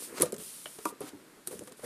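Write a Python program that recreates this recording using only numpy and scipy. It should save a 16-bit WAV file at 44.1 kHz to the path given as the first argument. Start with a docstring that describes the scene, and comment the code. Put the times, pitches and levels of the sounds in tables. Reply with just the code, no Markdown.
"""A glossy booklet is swung up, held open and turned about, close to a microphone in a small quiet room.
Its sheets flap with soft hollow bumps, buckle with sharp snaps and slide with a fine hiss.
The cover knocks as it is pulled taut, and the spine ticks as it opens.
Fingers rub the cover and hands rustle, over the faint steady noise of the room's air."""
import sys
import numpy as np
from scipy import signal
from scipy.fft import rfft, irfft, next_fast_len
from scipy.io import wavfile

SR = 44100
rng = np.random.default_rng(int(sys.argv[2]) if len(sys.argv) > 2 else 0)


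def output_pcm(signal):
    """Save a mono or channel-first signal as 16-bit PCM at the path in sys.argv[1].

    Samples are clipped to [-1, 1] before scaling.
    """
    pcm = np.clip(np.atleast_2d(signal).T, -1, 1) * 32767
    wavfile.write(sys.argv[1], SR, np.round(pcm).astype(np.int16))


N = 81585
T = np.arange(N) / SR
AGE = T[:SR // 3]  # seconds since one short sound began

# the hiss of glossy paper: (frequency [Hz], level [dB])
PAPER_HISS = [(200, -38), (700, -21), (1100, -22.5), (2400, -13), (3300, -9.5), (6500, -8), (8000, -4.5),
              (9500, 2.5), (10800, -3.5), (12000, -9), (14000, -6)]


def flaps():
    """A flapping sheet bends to and fro, flutters around that pitch and pushes a puff of air."""
    # each flap: (time [s], level [dB], pitch [Hz], rise [s], fade time [s])
    bumps = [(.106, -50, 367, 0.0015, 0.094), (.128, -40.5, 337, .001, 0.029),
             (0.177, -39, 451, .004, 0.066), (0.2, -27, 417, 0.0024, 0.056),
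             (.207, -23.5, 340, 0.0012, 0.036), (.224, -18.5, 349, 0.0016, 0.039),
             (.229, -21, 500, 0.0037, 0.037), (.25, -41, 392, 0.0021, 0.035),
             (0.26, -33, 534, 0.0015, 0.018), (.328, -27.5, 402, 0.0012, 0.057),
             (.343, -37.5, 444, 0.0023, .04), (.383, -38, 176, 0.0018, .08),
             (0.398, -44.5, 434, 0.0038, 0.076), (.659, -40.5, 600, 0.0011, 0.037),
             (.787, -37.5, 424, 0.00036, 0.035), (.855, -28, 323, 0.0017, 0.06),
             (.923, -43, 398, 0.0044, 0.037), (1.006, -31.5, 406, 0.0018, 0.055),
             (1.012, -46.5, 768, .004, 0.096), (1.032, -38.5, 275, 0.0033, 0.08),
             (1.13, -35.5, 258, 0.0013, 0.042), (1.141, -40, 289, 0.0031, 0.088),
             (1.344, -60.5, 370, 0.0082, 0.15), (1.474, -38.5, 362, 0.0023, 0.079),
             (1.51, -33.5, 370, 0.0016, 0.022), (1.524, -36, 486, 0.00084, 0.056),
             (1.532, -35, 381, 0.00071, 0.067), (1.551, -45, 194, 0.003, 0.096),
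             (1.593, -40, 240, .001, 0.046), (1.609, -39.5, 408, 0.0015, 0.028),
             (1.618, -37.5, 488, .001, 0.043), (1.622, -42, 211, 0.0015, 0.044),
             (1.671, -49.5, 505, 0.003, 0.16), (1.711, -47, 413, 0.0023, 0.051),
             (1.72, -50, 213, .003, 0.051), (1.793, -44, 444, 0.00065, .025),
             (1.832, -33, 497, 0.0046, .08)]
    # the tone of the flutter: (frequency [times the pitch], level [dB])
    flutter_shape = [(.08, -30), (.2, -17), (.35, -9), (.6, -4), (.9, -4.5), (1.25, 0.5), (1.6, -13),
                     (2.1, -22.5), (3, -17.5), (7, -47), (20, -68)]
    puff_hz = 158
    out = np.zeros(N)
    for s, db, hz, rise, t60 in bumps:
        note = (amp(-1.5) * sine(hz) + amp(-15) * sine(puff_hz)) * swell(rise, t60)
        spectrum = [(k * hz, level) for k, level in flutter_shape]
        flutter = amp(-7.5) * burst(noise(spectrum, len(AGE)), swell(rise, t60 * 1.34))
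        add(out, s, amp(db) * in_room(note + flutter, wet_db=-11.5))
    return out


def snaps():
    """Paper buckles with a crack, a very short high ring and a crinkle."""
    # each buckle: (time [s], level [dB], ring pitch [Hz], ring over crack [dB], fade time [s])
    buckles = [(0.1997, -30, 9600, -13, 0.014), (0.2095, -33, 9500, -6, .012), (0.211, -29, 8400, 1, .012),
               (.216, -27, 9500, -6, 0.011), (.221, -15, 9580, 8, 0.0032), (.2219, -17.5, 11230, 7, 0.0023),
               (0.2224, -18, 10600, 4, 0.0044), (.2295, -41, 9200, -6, 0.017),
               (0.258, -41.5, 7660, 3, 0.011), (0.3232, -26, 9150, -7, 0.0037),
               (.342, -38, 10100, -17, 0.027), (0.3643, -41, 6400, -4, 0.017),
               (0.382, -41, 13000, -4, 0.02), (.7873, -43.5, 5050, 0, .012), (0.854, -31, 11400, -3, 0.029),
               (.872, -43.5, 7800, -10, 0.0081), (1.006, -48, 10160, 11.5, 0.019),
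               (1.091, -42, 4500, -4, 0.012), (1.473, -32, 8800, 9.5, 0.011),
               (1.4734, -32, 11600, 3.5, 0.018), (1.4753, -43.5, 4160, 0.5, 0.0065),
               (1.481, -41, 9100, 9.5, 0.012), (1.5928, -30.5, 4960, -23, 0.0026),
               (1.637, -49, 9100, 1.5, 0.014), (1.674, -41.5, 9800, -2, 0.012),
               (1.7223, -42.5, 9100, -16, 0.011)]
    # the tone of a crack: (frequency [Hz], level [dB])
    crack_spectrum = [(100, -29), (500, -14.5), (1200, 4.5), (2500, -4.5), (4000, -2.5), (5500, -3.5),
                      (7000, 2), (9500, 6), (12000, -5.5), (14000, -4)]
    out = np.zeros(N)
    for s, db, hz, ring_db, t60 in buckles:
        crack = burst(noise(crack_spectrum, len(AGE)), fade(t60))
        crinkle = amp(-11) * burst(noise(PAPER_HISS, len(AGE), grain_db=4), fade(0.031))
        ping = amp(ring_db) * crease_tone(hz) * swell(0.00015, t60)
        add(out, s, amp(db) * (in_room(crack + crinkle, wet_db=-10.5) + in_room(ping, wet_db=-14)))
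    return out


def crease_tone(hz, drift_hz=895, turns_per_s=2010):
    """A buckle's pitch wanders while the crease moves."""
    turns = rng.standard_normal(len(AGE))
    drift = np.interp(AGE * turns_per_s, np.arange(len(AGE)), turns)
    return np.sin(2 * np.pi * np.cumsum(hz + drift_hz * drift) / SR)


def cover_knocks():
    """The taut cover gives a hollow knock, and a nearby surface echoes it."""
    # each knock: (time [s], level [dB])
    knocks = [(.2235, -27), (0.8547, -21), (1.007, -44.5), (1.675, -52), (1.793, -54)]
    # the notes the cover rings with: (pitch [Hz], level [dB], fade time [s])
    cover_notes = [(203, -20, 0.2), (544, -7.5, 0.023), (720, -15.5, 0.065), (945, -4.5, 0.05),
                   (1100, 1, 0.013), (1196, -3.5, 0.056), (1402, -8.5, 0.017), (2420, -9, 0.0081)]
    echo_s, echo_db = 0.005015, -11
    out = np.zeros(N)
    for s, db in knocks:
        knock = amp(db) * in_room(low_cut(ring(cover_notes), hz=250), wet_db=-11)
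        add(out, s, knock)
        add(out, s + echo_s, amp(echo_db) * knock)
    return out


def slides():
    """Glossy sheets hiss as they slide over each other."""
    # one list of points for each slide: (time [s], level [dB])
    strokes = [
        [(0, -42.5), (.045, -39), (.085, -48), (.13, -54.5), (.165, -48), (.2, -51.5), (.23, -30.5),
         (.25, -49.5), (.31, -58)],
        [(.385, -50.5), (.405, -43.5), (.44, -43.5), (.52, -44.5), (.65, -48), (.74, -49.5), (.8, -53.5),
         (.84, -49), (.892, -42.5), (.915, -55.5)],
        [(1.005, -53.5), (1.04, -54.5), (1.09, -51.5), (1.11, -90)],
        [(1.465, -59), (1.472, -52), (1.495, -58), (1.52, -46), (1.57, -52), (1.62, -59), (1.665, -58.5),
         (1.7, -57)],
        [(1.77, -56.5), (1.815, -57), (1.85, -46)],
    ]
    level = sum(amp(np.interp(T, *np.transpose(stroke), left=-120, right=-120)) for stroke in strokes)
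    return level * noise(PAPER_HISS, N, grain_db=1.5)


def finger_rubs():
    """Fingers rub the cover in short, rough strokes."""
    # each rub: (time of peak [s], level [dB], time to rise 20 dB [s], time to fall 20 dB [s])
    strokes = [(.184, -37, 0.037, 0.017), (0.212, -41.5, 0.014, 0.034), (0.259, -44, 0.0091, 0.037),
               (.398, -53, .006, 0.036), (0.788, -51.5, 0.0024, 0.063), (1.017, -50, 0.0088, 0.039),
               (1.08, -48, 0.072, 0.044), (1.518, -48.5, .02, 0.012), (1.677, -46, 0.0041, 0.01),
               (1.722, -51, 0.0083, 0.013), (1.796, -53.5, .001, 0.01), (1.845, -47.5, 0.017, .04)]
    # the tone of rubbing: (frequency [Hz], level [dB])
    rub_spectrum = [(100, -26), (350, 3.5), (800, -2.5), (1150, 2.5), (1700, -4), (3000, -5.5), (6000, -9),
                    (9000, -8), (14000, -17)]
    level = sum(amp(db - 20 * np.maximum((s - T) / rise, (T - s) / fall))
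                for s, db, rise, fall in strokes)
    return in_room(level * noise(rub_spectrum, N, grain_db=3), wet_db=-8)


def spine_ticks():
    """The fold slips in a few quick, dry ticks as it opens."""
    # each tick: (time [s], level [dB])
    ticks = [(.6573, -31), (0.6586, -29.5), (0.6686, -35.5)]
    # the notes the spine rings with: (pitch [Hz], level [dB], fade time [s])
    spine_notes = [(597, -21, 0.021), (1110, -16, 0.013), (1550, -15, 0.0087), (2260, -6.5, 0.0099),
                   (2920, -0.5, 0.0099), (3070, -0.5, 0.0067), (5530, -13, 0.0067)]
    # the scrape under a tick: (frequency [Hz], level [dB])
    scrape_spectrum = [(100, -15), (500, -14), (1500, 4.5), (2300, 5), (3200, 5), (4000, -9), (9000, -27)]
    out = np.zeros(N)
    for s, db in ticks:
        scrape = amp(-7) * noise(scrape_spectrum, len(AGE)) * fade(0.017)
        tick = low_cut(ring(spine_notes), hz=397)
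        add(out, s, amp(db) * in_room(tick + scrape, wet_db=-12.5))
    return out


def hand_rustle():
    """Hands shift on the booklet with a dull, uneven rustle."""
    # how loud the rustle is: (time [s], level [dB])
    loudness = [(0, -52.5), (.07, -54), (.12, -46.5), (.17, -51), (.3, -60), (.45, -63.5), (.53, -65.5),
                (1.3, -59.5), (1.37, -59), (1.45, -67), (1.56, -63), (1.72, -61.5), (1.77, -68),
                (1.85, -45)]
    # its tone: (frequency [Hz], level [dB])
    rustle_spectrum = [(50, -40), (140, -15.5), (260, -2), (350, -2.5), (500, -5.5), (700, -16.5),
                       (1150, -14), (2000, -18), (5000, -43)]
    return amp(np.interp(T, *np.transpose(loudness))) * noise(rustle_spectrum, N, grain_db=6.5)


def room_air():
    """The room's air makes a faint, steady noise."""
    # its tone: (frequency [Hz], level [dB])
    air_spectrum = [(25, 2), (50, 1), (90, -17), (140, 1.5), (280, 1), (450, -7), (700, -8.5), (1300, -6),
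                    (3000, -13), (4300, -13), (6000, -16), (9500, -12.5), (14000, -18.5)]
    return amp(-58.5) * noise(air_spectrum, N)


def in_room(x, wet_db, gap_s=0.004):
    """Add the room's echo at level wet_db, new each time because the booklet keeps moving."""
    # how long the echo lasts: (frequency [Hz], fade time [s])
    echo_times = [(150, 0.38), (500, 0.21), (1400, 0.21), (4000, 0.14), (10000, 0.12)]
    hz, t, bands = signal.stft(rng.standard_normal(len(AGE)), SR, nperseg=256)
    tail = signal.istft(bands * fade(along(echo_times, hz)[:, None], t), SR)[1]
    tail = np.pad(tail / np.linalg.norm(tail), (int(gap_s * SR), 0))
    return x + amp(wet_db) * signal.fftconvolve(x, tail)[:len(x)]


def amp(db):
    """Turn decibels into a multiplier."""
    return 10 ** (np.asarray(db) / 20)


def along(points, hz):
    """Read between (frequency, value) points, with octaves evenly spaced."""
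    f, v = np.transpose(points)
    return np.interp(np.log(hz + 1), np.log(f + 1), v)


def filtered(x, response):
    """Multiply each frequency in x by response(hz)."""
    size = next_fast_len(len(x) + 8192)
    return irfft(rfft(x, size) * response(np.fft.rfftfreq(size, 1 / SR)), size)[:len(x)]


def low_cut(x, hz):
    """Turn down the bass below hz."""
    return signal.sosfilt(signal.butter(2, hz, "highpass", fs=SR, output="sos"), x)


def noise(spectrum, size, grain_db=0):
    """Noise of the given tone and average power 1; more grain_db makes it rougher."""
    white = rng.standard_normal(size)
    grain = amp(grain_db * np.repeat(rng.standard_normal(size // 8 + 1), 8)[:size])
    x = filtered(white * grain, lambda hz: amp(along(spectrum, hz)))
    return x / np.sqrt(np.mean(x ** 2) + 1e-20)


def fade(t60, t=AGE):
    """Die away by 60 dB in t60 seconds, the fade time."""
    return np.exp(-np.log(1000) * t / t60)


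def swell(rise, t60):
    """Rise softly to 1, then die away."""
    shape = (1 - np.exp(-(AGE / rise) ** 2)) * fade(t60)
    return shape / shape.max()


def burst(x, shape):
    """Give noise the outline and the energy of a loudness shape."""
    return x * shape * np.linalg.norm(shape) / np.linalg.norm(x * shape)


def sine(hz):
    """A pure tone."""
    return np.sin(2 * np.pi * hz * AGE)


def ring(notes):
    """A struck sheet's fading notes; neighbours swing opposite ways, so little bass escapes."""
    return sum((-1) ** k * amp(db) * fade(t60) * sine(hz) for k, (hz, db, t60) in enumerate(notes))


def add(track, s, x):
    """Mix x into the track at s seconds."""
    part = track[round(s * SR):][:len(x)]
    part += x[:len(part)]


def scene():
    """The booklet over the room's steady air, in one channel."""
    rubbing = slides() + finger_rubs() + hand_rustle()
    return (rubbing + snaps() + flaps() + cover_knocks() + spine_ticks() + room_air())[None]


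def record(dry):
    """The small microphone thins the bass and cuts off the highest treble."""
    bass_hz, top_hz = 132, 14100
    return filtered(dry[0], lambda hz: 1j * hz / (bass_hz + 1j * hz) * (hz < top_hz))[None]


dry = scene()
out = record(dry)
output_pcm(out)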